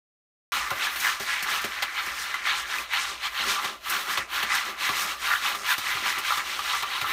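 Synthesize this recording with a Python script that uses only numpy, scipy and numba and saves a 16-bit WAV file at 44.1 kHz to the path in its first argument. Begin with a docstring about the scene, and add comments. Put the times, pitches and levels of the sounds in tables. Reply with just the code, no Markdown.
"""In a small tiled room, a cat rakes pellet litter across a plastic tray, close to the microphone.
Pellets clack by the thousand under each stroke, each as a short dying tone; grit hisses as dense clicks.
The tray floor and body ring as sets of decaying tones, driven by dragged pellets, claws and thudding paws.
Flung pellets spatter on the wall in bursts of clicks, over a faint hush and a low rumble.
The sound cuts in after a silent half second."""
import sys
import numpy as np
from scipy import signal
from scipy.fft import rfft, irfft
from scipy.io import wavfile
from scipy.ndimage import uniform_filter1d
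from numba import njit

SR = 44100
rng = np.random.default_rng(int(sys.argv[2]) if len(sys.argv) > 2 else 0)


def wav_out(sig):
    """Save sig, one row per channel (or a flat mono array), as 16-bit PCM at SR to the path in sys.argv[1]."""
    wavfile.write(sys.argv[1], SR, np.round(np.clip(np.atleast_2d(sig).T, -1, 1) * 32767).astype(np.int16))


N = 313992  # length in samples

# surges of litter, one to three in a paw stroke; swell and fade each span about 18 dB:
# peak_s, swell_s, fade_s, clatter_db (relative), then above or below the clatter: hollow_db,
# hollow_pitch_hz, tray_floor_db, coarse_grit_db, dust_db (over the coarse grit), tray_body_db
SURGES = [(0.57, 0.12, 0.064, -29.5, -6.5, 1860, -6, -5, -5, -16),
          (0.6, 0.056, 0.15, -37.5, 8.5, 1810, 0, -4, -9, -17),
          (0.82, 0.31, 0.27, -37, 4.5, 1770, -2, -6.5, -5, -9),
          (0.849, 0.067, 0.043, -28, -10, 1870, -18, -7, -6, -23),
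          (1.037, 0.17, 0.06, -36, 2, 1850, -11, -3, 1, -18),
          (1.06, 0.064, 0.14, -28, 3.5, 1680, -2.5, -5, -6.5, -23),
          (1.222, 0.033, 0.07, -41, 8.5, 1760, -8, 2, -4, -11),
          (1.292, 0.054, 0.12, -32, 2, 1880, -18, -6, -7, -17),
          (1.335, 0.042, 0.18, -34, 7, 1950, -14, -6, -9, -21),
          (1.525, 0.075, 0.098, -28, 0, 1800, -4.5, -6, -4.5, -17),
          (1.77, 0.49, 0.34, -38, 5, 1790, -4, -8, -7, -16.5),
          (1.982, 0.077, 0.075, -33, 3, 1870, -11, -22, 4, -36),
          (2.07, 0.19, 0.13, -40, 7.5, 1850, 6.5, -2.5, -9, -12),
          (2.245, 0.26, 0.15, -37, 2, 1790, -12, -4, -6, -29),
          (2.337, 0.2, 0.28, -42, 7.5, 1800, -8, -10.5, -5, -10),
          (2.473, 0.038, 0.13, -28.5, 2.5, 1950, -12, -19, 0, -21),
          (2.596, 0.22, 0.057, -36, -8, 1820, -14, -0.5, -12, -33),
          (2.724, 0.3, 0.12, -40.5, 9, 1740, -1, -10.5, -10, -18),
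          (2.783, 0.17, 0.094, -32.5, -3, 1910, -6, -8, -7, -14),
          (2.945, 0.048, 0.15, -29, 1, 1840, -13, -18.5, 1, -33),
          (3.052, 0.18, 0.095, -34, -10, 1840, -26, -2.5, -14, -36),
          (3.108, 0.04, 0.15, -40, -3, 2020, -3.5, -5, -12, -9.5),
          (3.26, 0.069, 0.05, -29.5, -4.5, 1910, -22, -10.5, -7, -27),
          (3.406, 0.13, 0.046, -32.5, 0, 1650, -16, -12, -1, -28),
          (3.518, 0.14, 0.075, -28, -8, 1820, -18, -5, -7.5, -11),
          (3.554, 0.26, 0.2, -36, 0, 2220, 0.5, -6, -6, -18),
          (3.651, 0.06, 0.13, -36.5, -4, 1770, -3, -4, -7, -5),
          (3.913, 0.091, 0.13, -32, -1.5, 1640, -14, -6.5, -5, -27),
          (3.931, 0.079, 0.22, -33, -0.5, 1550, -5, -6, -4, -10),
          (4.108, 0.064, 0.1, -31.5, 0.5, 1780, -2, -4.5, -7.5, -15),
          (4.171, 0.12, 0.11, -42, 9, 2000, 6, -1, -16, -5.5),
          (4.356, 0.067, 0.15, -28, -7.5, 1790, -20, -9.5, -5, -22),
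          (4.43, 0.13, 0.38, -45, 15, 1860, 9, -6, -6, -8),
          (4.555, 0.087, 0.11, -29, 2.5, 1830, -2.5, -5, -9, -20),
          (4.665, 0.04, 0.1, -37, 0, 1740, 0, -3.5, -6, -3),
          (4.827, 0.051, 0.17, -30, -2, 2220, -17, -5, -6, -18),
          (4.89, 0.17, 0.2, -36, 3.5, 1860, 0, -15, -3, -19),
          (5.011, 0.12, 0.072, -30.5, -4, 2100, -10, -3, -6, -16),
          (5.099, 0.15, 0.09, -35, -3, 1750, 1, -5, -6, -9.5),
          (5.263, 0.085, 0.18, -31.5, 1, 1800, -10, -4.5, -5, -19.5),
          (5.331, 0.088, 0.065, -31, 8.5, 1610, 1, -14, -9, -28),
          (5.468, 0.08, 0.092, -29, -0.5, 2000, -6.5, -6.5, -4.5, -21),
          (5.5, 0.074, 0.28, -44.5, 5, 2200, 9, 2.5, -7, -3),
          (5.717, 0.082, 0.044, -24, -0.5, 1500, -10, -8.5, -2.5, -36),
          (5.85, 0.16, 0.1, -34.5, -4, 2100, -4, -4.5, -7, -15.5),
          (5.9, 0.055, 0.11, -29, 2, 1920, -8, -12.5, -1, -18),
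          (5.953, 0.033, 0.35, -36, -4, 2170, -8, -4, -9, -9),
          (6.075, 0.057, 0.092, -29, 2.5, 1760, -22, -7.5, -6, -21),
          (6.126, 0.04, 0.13, -37.5, 6.5, 1980, 2, -8, -3.5, -19),
          (6.284, 0.083, 0.062, -26.5, -5, 2260, -14, -10.5, -8, -28),
          (6.329, 0.045, 0.11, -32, -8, 1630, -2.5, -4, -4, -30),
          (6.39, 0.04, 0.089, -39, 7, 1780, 2, -10, -10, -13),
          (6.482, 0.064, 0.28, -32.5, -5.5, 2040, -16, -8.5, -5, -17),
          (6.65, 0.046, 0.15, -34, -6, 2130, -13, -6, -7, -18),
          (6.701, 0.054, 0.17, -29, -6, 1660, -14, -14, -8, -36),
          (6.778, 0.13, 0.07, -41.5, -2, 2120, 3, 7, -12, -23),
          (6.934, 0.13, 0.16, -31, -4, 1850, -16, -10, -6.5, -16.5),
          (7.132, 0.11, 0.13, -29.5, 1, 1860, -5, -7, -3, -14)]
# paws landing on the tray: start_s, peak_db (relative), deep_part_db (over the peak)
PAW_THUDS = [(0.712, -33, -7), (1.197, -32.5, -16), (1.42, -40, -32), (1.64, -31.5, -15), (1.825, -45, -12),
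             (2.066, -43, -21), (2.599, -46, -23), (3.113, -42.5, -21), (3.395, -42, -13),
             (3.648, -38, -15), (4.179, -32, -12), (4.43, -40, -9), (4.532, -59, -28), (4.891, -34, -9),
             (5.045, -43, -29), (5.778, -39, -9), (5.947, -45, 0), (6.171, -41, -12), (6.373, -44, -7),
             (6.576, -49, -9), (6.823, -42, -11), (7.019, -40.5, -1.5)]
# tones of the whole tray, the first two deep: pitch_hz, level_db (relative), t60_s (time to fall 60 dB)
BODY_TONES = [(96, 4, 0.2), (132, 11, 0.068), (229, -3, 0.071), (346.5, -1.5, 0.084), (404.5, 1, 0.048),
              (561, 1, 0.041), (638, -8.5, 0.3), (745, 3, 0.024)]
# tone colour of clacking pellets: frequency_hz, level_db (per Hz, relative)
CLATTER_COLOUR = [(350, -44), (600, -14), (750, -9.5), (1200, -1), (1600, -3.5), (2300, -3.5), (3000, -2),
                  (3800, -4.5), (4400, -7), (4900, -19.5), (6500, -20.5), (9000, -40), (12000, -39)]


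def undb(db):
    """Turn decibels into a plain gain."""
    return 10 ** (np.asarray(db) / 20)


def level(x, db):
    """Scale a sound so that its average (RMS) level is db."""
    return x * undb(db) / np.sqrt(np.mean(x ** 2))


def highpass(x, hz):
    """Remove what lies below hz, steeply."""
    return signal.sosfilt(signal.butter(5, hz, "highpass", fs=SR, output="sos"), x)


def sweep(x, hz, width):
    """Keep a band around hz; filtering twice makes its edges steeper."""
    sos = signal.butter(1, [hz - width / 2, hz + width / 2], "bandpass", fs=SR, output="sos")
    return signal.sosfilt(sos, signal.sosfilt(sos, x))


def colour(x, points):
    """Shape the spectrum through the given points, with a filter that never responds early."""
    hz, db = np.transpose(points)
    grid = np.maximum(np.fft.rfftfreq(4096, 1 / SR), 1)
    gain = undb(np.interp(np.log(grid), np.log(hz), db))
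    # folding the cepstrum (the transform of the log gain) onto positive times makes the filter causal
    cepstrum = irfft(np.log(gain))
    cepstrum[1:2048] *= 2
    cepstrum[2049:] = 0
    response = irfft(np.exp(rfft(cepstrum)))
    return signal.fftconvolve(x, response)[:N]


def ring(x, modes):
    """Plastic struck by x answers with several tones, each dying away at its own pace."""
    out = 0
    for hz, db, t60 in modes:
        pole = np.exp(2j * np.pi * hz / SR - np.log(1000) / (t60 * SR))
        out = out + undb(db) * signal.lfilter([1], [1, -pole], x).imag
    return out


def knocks(per_s, spread_db):
    """Random clicks of either sign, mostly small, a few large."""
    hit = rng.random(N) < per_s / SR
    return hit * rng.standard_normal(N) * undb(spread_db * rng.exponential(size=N))


def walk(rate):
    """Random levels, rate new ones a second, joined by slopes; their spread is near 1."""
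    hold = int(SR / rate)
    steps = np.repeat(rng.standard_normal(N // hold + 1), hold)
    return 1.2 * uniform_filter1d(steps, hold)[:N]


def bursts(times, db, t60, rise_s):
    """Loudness curve of sudden bursts that die away by 60 dB in t60 seconds."""
    length = SR // 2
    since = np.arange(length) / SR
    env = np.zeros(N + length)
    shape = np.minimum(since / rise_s, 1) * undb(-60 * since / t60)
    for s, gain in zip(times, undb(db)):
        first = int(s * SR)
        env[first:first + length] += gain * shape
    return env[:N]


def strokes(db):
    """Loudness curve of the surges: a swell, a rounded top and a fade, summed in power."""
    rounding = 0.07  # rounded part of the top, as a share of swell or fade
    bend = 1.704  # above 1 a surge holds its top and then drops off steeply
    t = np.arange(0, N / SR + .01, .002)
    power = 0
    for (s, swell, fade, *_), peak in zip(SURGES, db):
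        away = (t - s) / np.where(t < s, max(swell, .02), max(fade, .02))
        drop_db = 20 * (np.hypot(away, rounding) - rounding) ** bend
        power = power + undb(peak - drop_db) ** 2
    return np.interp(np.arange(N) / SR, t, np.sqrt(power))


@njit
def add(out, start, pole, size):
    """Add one dying sine per clack, followed down to about -50 dB."""
    for k in range(len(start)):
        z, i = size[k] + 0j, start[k]
        while abs(z) > .003 * abs(size[k]) and i < len(out):
            out[i] += z.imag
            z *= pole[k]
            i += 1
    return out


def clacks(start, hz, size, cycles):
    """Each clack rings at its own pitch and falls by 60 dB in the given number of cycles."""
    pole = np.exp((2j * np.pi - np.log(1000) / cycles) * hz / SR)
    return add(np.zeros(N), start, pole, size)


def sizes(hz, spread_db):
    """Mostly small, some large; high clacks are shorter, so each must be stronger."""
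    return hz * undb(spread_db * np.minimum(rng.exponential(size=len(hz)), 4.5))


def background():
    """A faint room hush and a wavering low rumble, both made of filtered noise."""
    # tone colour of the hush: frequency_hz, level_db (per Hz, relative)
    hush_colour = [(53, -42), (90, -19), (113, -11), (161, -22), (211, -10), (265, -5.5), (337, 1.5),
                   (476, 1), (700, 8), (910, -43), (1540, -120)]
    # far machinery in the building: centre_hz, width_hz, level_db
    rumble_bands = [(34, 10, -81), (58.8, 23.5, -60.5)]
    out = level(colour(rng.standard_normal(N), hush_colour), -58.5)
    for hz, width, db in rumble_bands:
        out = out + level(sweep(rng.standard_normal(N), hz, width), db)
    return out


def room(x, t60=0.065, wet_db=-12):
    """Tiled walls close by smear every clack with a short, dull tail."""
    t = np.arange(int(t60 * SR)) / SR
    tail = rng.standard_normal(len(t)) * undb(-60 * t / t60) * (t > .003)
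    tail = signal.lfilter([1], [1, -.3], tail)  # dulls the treble
    tail = tail / np.sqrt(np.sum(tail ** 2))
    return x + undb(wet_db) * signal.fftconvolve(x, tail)[:N]


def thuds():
    """A soft paw pushes the tray for a moment and settles; the deep tones take their own share."""
    s, db, deep_db = np.transpose(PAW_THUDS)
    push = rng.standard_normal(N) * bursts(s, db, 0.061, 0.0052)
    high = ring(push, BODY_TONES[2:])
    deep = ring(bursts(s, db + deep_db, 0.015, 0.002), BODY_TONES[:2])
    # a thin tray radiates little deep bass
    return highpass(undb(-24.0) * high, 188) + highpass(undb(-36) * deep, 86)


def tray():
    """Pellets and claws dragged over the plastic ring its floor and, faintly, its whole body."""
    # claws catch the bare tray floor: start_s, level_db (relative)
    claw_catches = [(0.708, -20.5), (1.456, -25), (1.827, -38), (2.339, -24), (3.855, -30), (4.171, -45),
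                    (4.892, -33), (5.221, -24), (5.449, -24), (5.966, -23.5), (6.190, -29), (6.308, -25),
                    (6.376, -35), (6.589, -18), (6.732, -18), (6.828, -19.5), (6.961, -35), (7.040, -24)]
    # tones of the tray floor: pitch_hz, level_db (relative), t60_s
    floor_tones = [(870, -13, .05), (960, -11, .05), (1050, -9, .05), (1125, -6, .06), (1175, -3, .09),
                   (1235, 0, .11), (1305, -4, .08)]
    _, _, _, clatter_db, _, _, floor_db, _, _, body_db = np.transpose(SURGES)
    claw_s, claw_db = np.transpose(claw_catches)
    drag = strokes(clatter_db + floor_db) + bursts(claw_s, claw_db, t60=0.076, rise_s=0.004)
    # the body rattles on after a thud
    s, thud_db, _ = np.transpose(PAW_THUDS)
    shake = strokes(clatter_db + body_db) + bursts(s, thud_db - 8, t60=0.24, rise_s=0.0033)
    floor_hits = drag * undb(2 * walk(20)) * knocks(5000, 1.7)
    floor = highpass(ring(floor_hits, floor_tones), 836)
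    body_hits = shake * undb(2 * walk(12)) * knocks(1500, 1.0)
    body = highpass(ring(body_hits, BODY_TONES[2:]), 228)
    return level(floor, -38.0) + level(body, -52)


def hard_knocks():
    """A pellet or claw snaps against the plastic: a ring at its pitch and two brief, sharper overtones."""
    # single hard knocks: start_s, peak_db (relative), pitch_hz
    single_knocks = [(0.87, -15.5, 1700), (1.051, -21, 1500), (1.09, -19, 1790), (1.518, -21, 1840),
                     (1.824, -24, 2290), (1.828, -13, 2050), (2.342, -16.5, 2030), (2.465, -17.5, 2080),
                     (2.785, -17, 2530), (3.649, -26, 1140), (3.923, -20, 1500), (4.176, -18.5, 1106),
                     (4.842, -33, 1930), (4.893, -17, 1153), (5.302, -28, 1600), (5.315, -22, 1480),
                     (5.337, -14.5, 1480), (5.549, -20.5, 1203), (5.72, -33, 1470), (6.306, -13.5, 1333),
                     (6.736, -22, 1330)]
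    s, db, hz = np.transpose(single_knocks)
    start = (s * SR).astype(np.int64)
    body = clacks(start, hz, undb(db - 2.5), cycles=61.0)
    snap = clacks(start, 1.7 * hz, undb(db - 7), cycles=10.)
    snap = snap + clacks(start, 2.9 * hz, undb(db - 10), cycles=8.)
    return highpass(body + snap, 530)


def grit():
    """Crumbs and dust scratch: very dense, tiny clicks."""
    # tone colour of grit: frequency_hz, level_db (per Hz, relative)
    grit_colour = [(2900, -13.5), (5000, 0), (5500, 0), (6650, -2.5), (7600, -6), (8700, -5),
                   (10400, -10.5), (11400, -7), (12800, -5.5), (13800, -9), (14900, -4.5), (15800, -18.5)]
    return level(colour(knocks(12000, 0.17), grit_colour), 0)


def spatter():
    """Handfuls of pellets strike the wall: a burst of clicks and a flash of grit, the finest fading soonest."""
    # flung pellets, levels relative: start_s, peak_db, bright_part_db, finest_grit_db (over the bright part)
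    flung_handfuls = [(0.703, -17, -41, -2), (0.958, -15.5, -43, 0), (0.998, -41, -37.5, -6),
                      (1.197, -18, -44, -2), (1.425, -24, -39, 4), (1.614, -29, -42.5, -3),
                      (1.641, -13.5, -40, -10), (1.822, -8.5, -37.5, -7), (2.061, -30, -48, 5),
                      (2.341, -20, -47, 1), (2.931, -21, -46, 3), (3.644, -12.5, -44, 0),
                      (3.897, -39, -38, 10), (4.173, -10, -40, -3), (4.427, -10, -40.5, -1),
                      (4.55, -19, -36, -6), (4.89, -13, -44, -3), (5.548, -17, -45, -2),
                      (5.779, -17, -38.5, -2), (6.183, -22, -38.5, 1), (6.372, -12.5, -42, 0),
                      (6.589, -22.5, -47.5, -3), (6.823, -13, -43, -2), (7.012, -13.5, -42, -2)]
    when, peak_db, bright_db, fine_db = np.transpose(flung_handfuls)
    flung = level(colour(knocks(11000, 2.0), CLATTER_COLOUR), -11.5)
    flash = bursts(when, bright_db, 0.11, 0.002) * level(grit(), 7.2)
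    fine_grit = level(highpass(grit(), 8500), 2.8)
    fine = bursts(when, bright_db + fine_db, 0.093, 0.0018) * fine_grit
    return bursts(when, peak_db, 0.094, 0.0016) * flung + flash + fine


def scratch():
    """Coarse grit and fine dust flicker apart from each other as the paw drags."""
    _, _, _, clatter_db, _, _, _, grit_db, dust_db, _ = np.transpose(SURGES)
    dust = level(highpass(grit(), 9700), -0.98)
    lowpass = signal.butter(5, 10400, fs=SR, output="sos")
    coarse = level(signal.sosfilt(lowpass, grit()), -1.07)
    coarse = coarse * strokes(clatter_db + grit_db) * undb(1.5 * walk(25))
    dust = dust * strokes(clatter_db + grit_db + dust_db) * undb(1.5 * walk(20))
    return coarse + dust


def pellets():
    """Loose pellets clack at any pitch; those in the hollow keep near its pitch; both slide in clumps."""
    s, _, _, clatter_db, hollow_db, hollow_hz, *_ = np.transpose(SURGES)
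    start = rng.integers(0, N, 36000)
    hz = 780 * 2 ** (3.62 * rng.random(len(start)))  # spread over 3.62 octaves
    loose = clacks(start, hz, sizes(hz, 0.66), cycles=39.0)
    loose = level(colour(loose, CLATTER_COLOUR), 0.66)
    loose = loose * strokes(clatter_db) * undb(1.5 * walk(25))
    start = rng.integers(0, N, 12000)
    # the hollow's pitch glides from surge to surge
    hz = np.interp(start / SR, s, hollow_hz) * 2 ** (0.2 * rng.standard_normal(len(start)))
    near = clacks(start, hz, sizes(hz, 2.9), cycles=17.0)
    near = level(highpass(near, 984), -3)
    return loose + near * strokes(clatter_db + hollow_db) * undb(1.5 * walk(30))


def scene():
    """Litter, tray and paws sound in the tiled room, over the background."""
    litter = pellets() + scratch() + spatter() + hard_knocks()
    return (room(litter + tray() + thuds()) + background())[None]


def record(dry):
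    """Silence until the sound cuts in; faint self-noise; steep cut at the top."""
    start_s, top_hz = .52, 15600
    noisy = dry + undb(-66) * rng.standard_normal(dry.shape)
    cut = noisy * (np.arange(N) >= start_s * SR)
    steep = signal.ellip(12, .2, 80, top_hz, fs=SR, output="sos")
    return signal.sosfilt(steep, cut)


dry = scene()
out = record(dry)
wav_out(out)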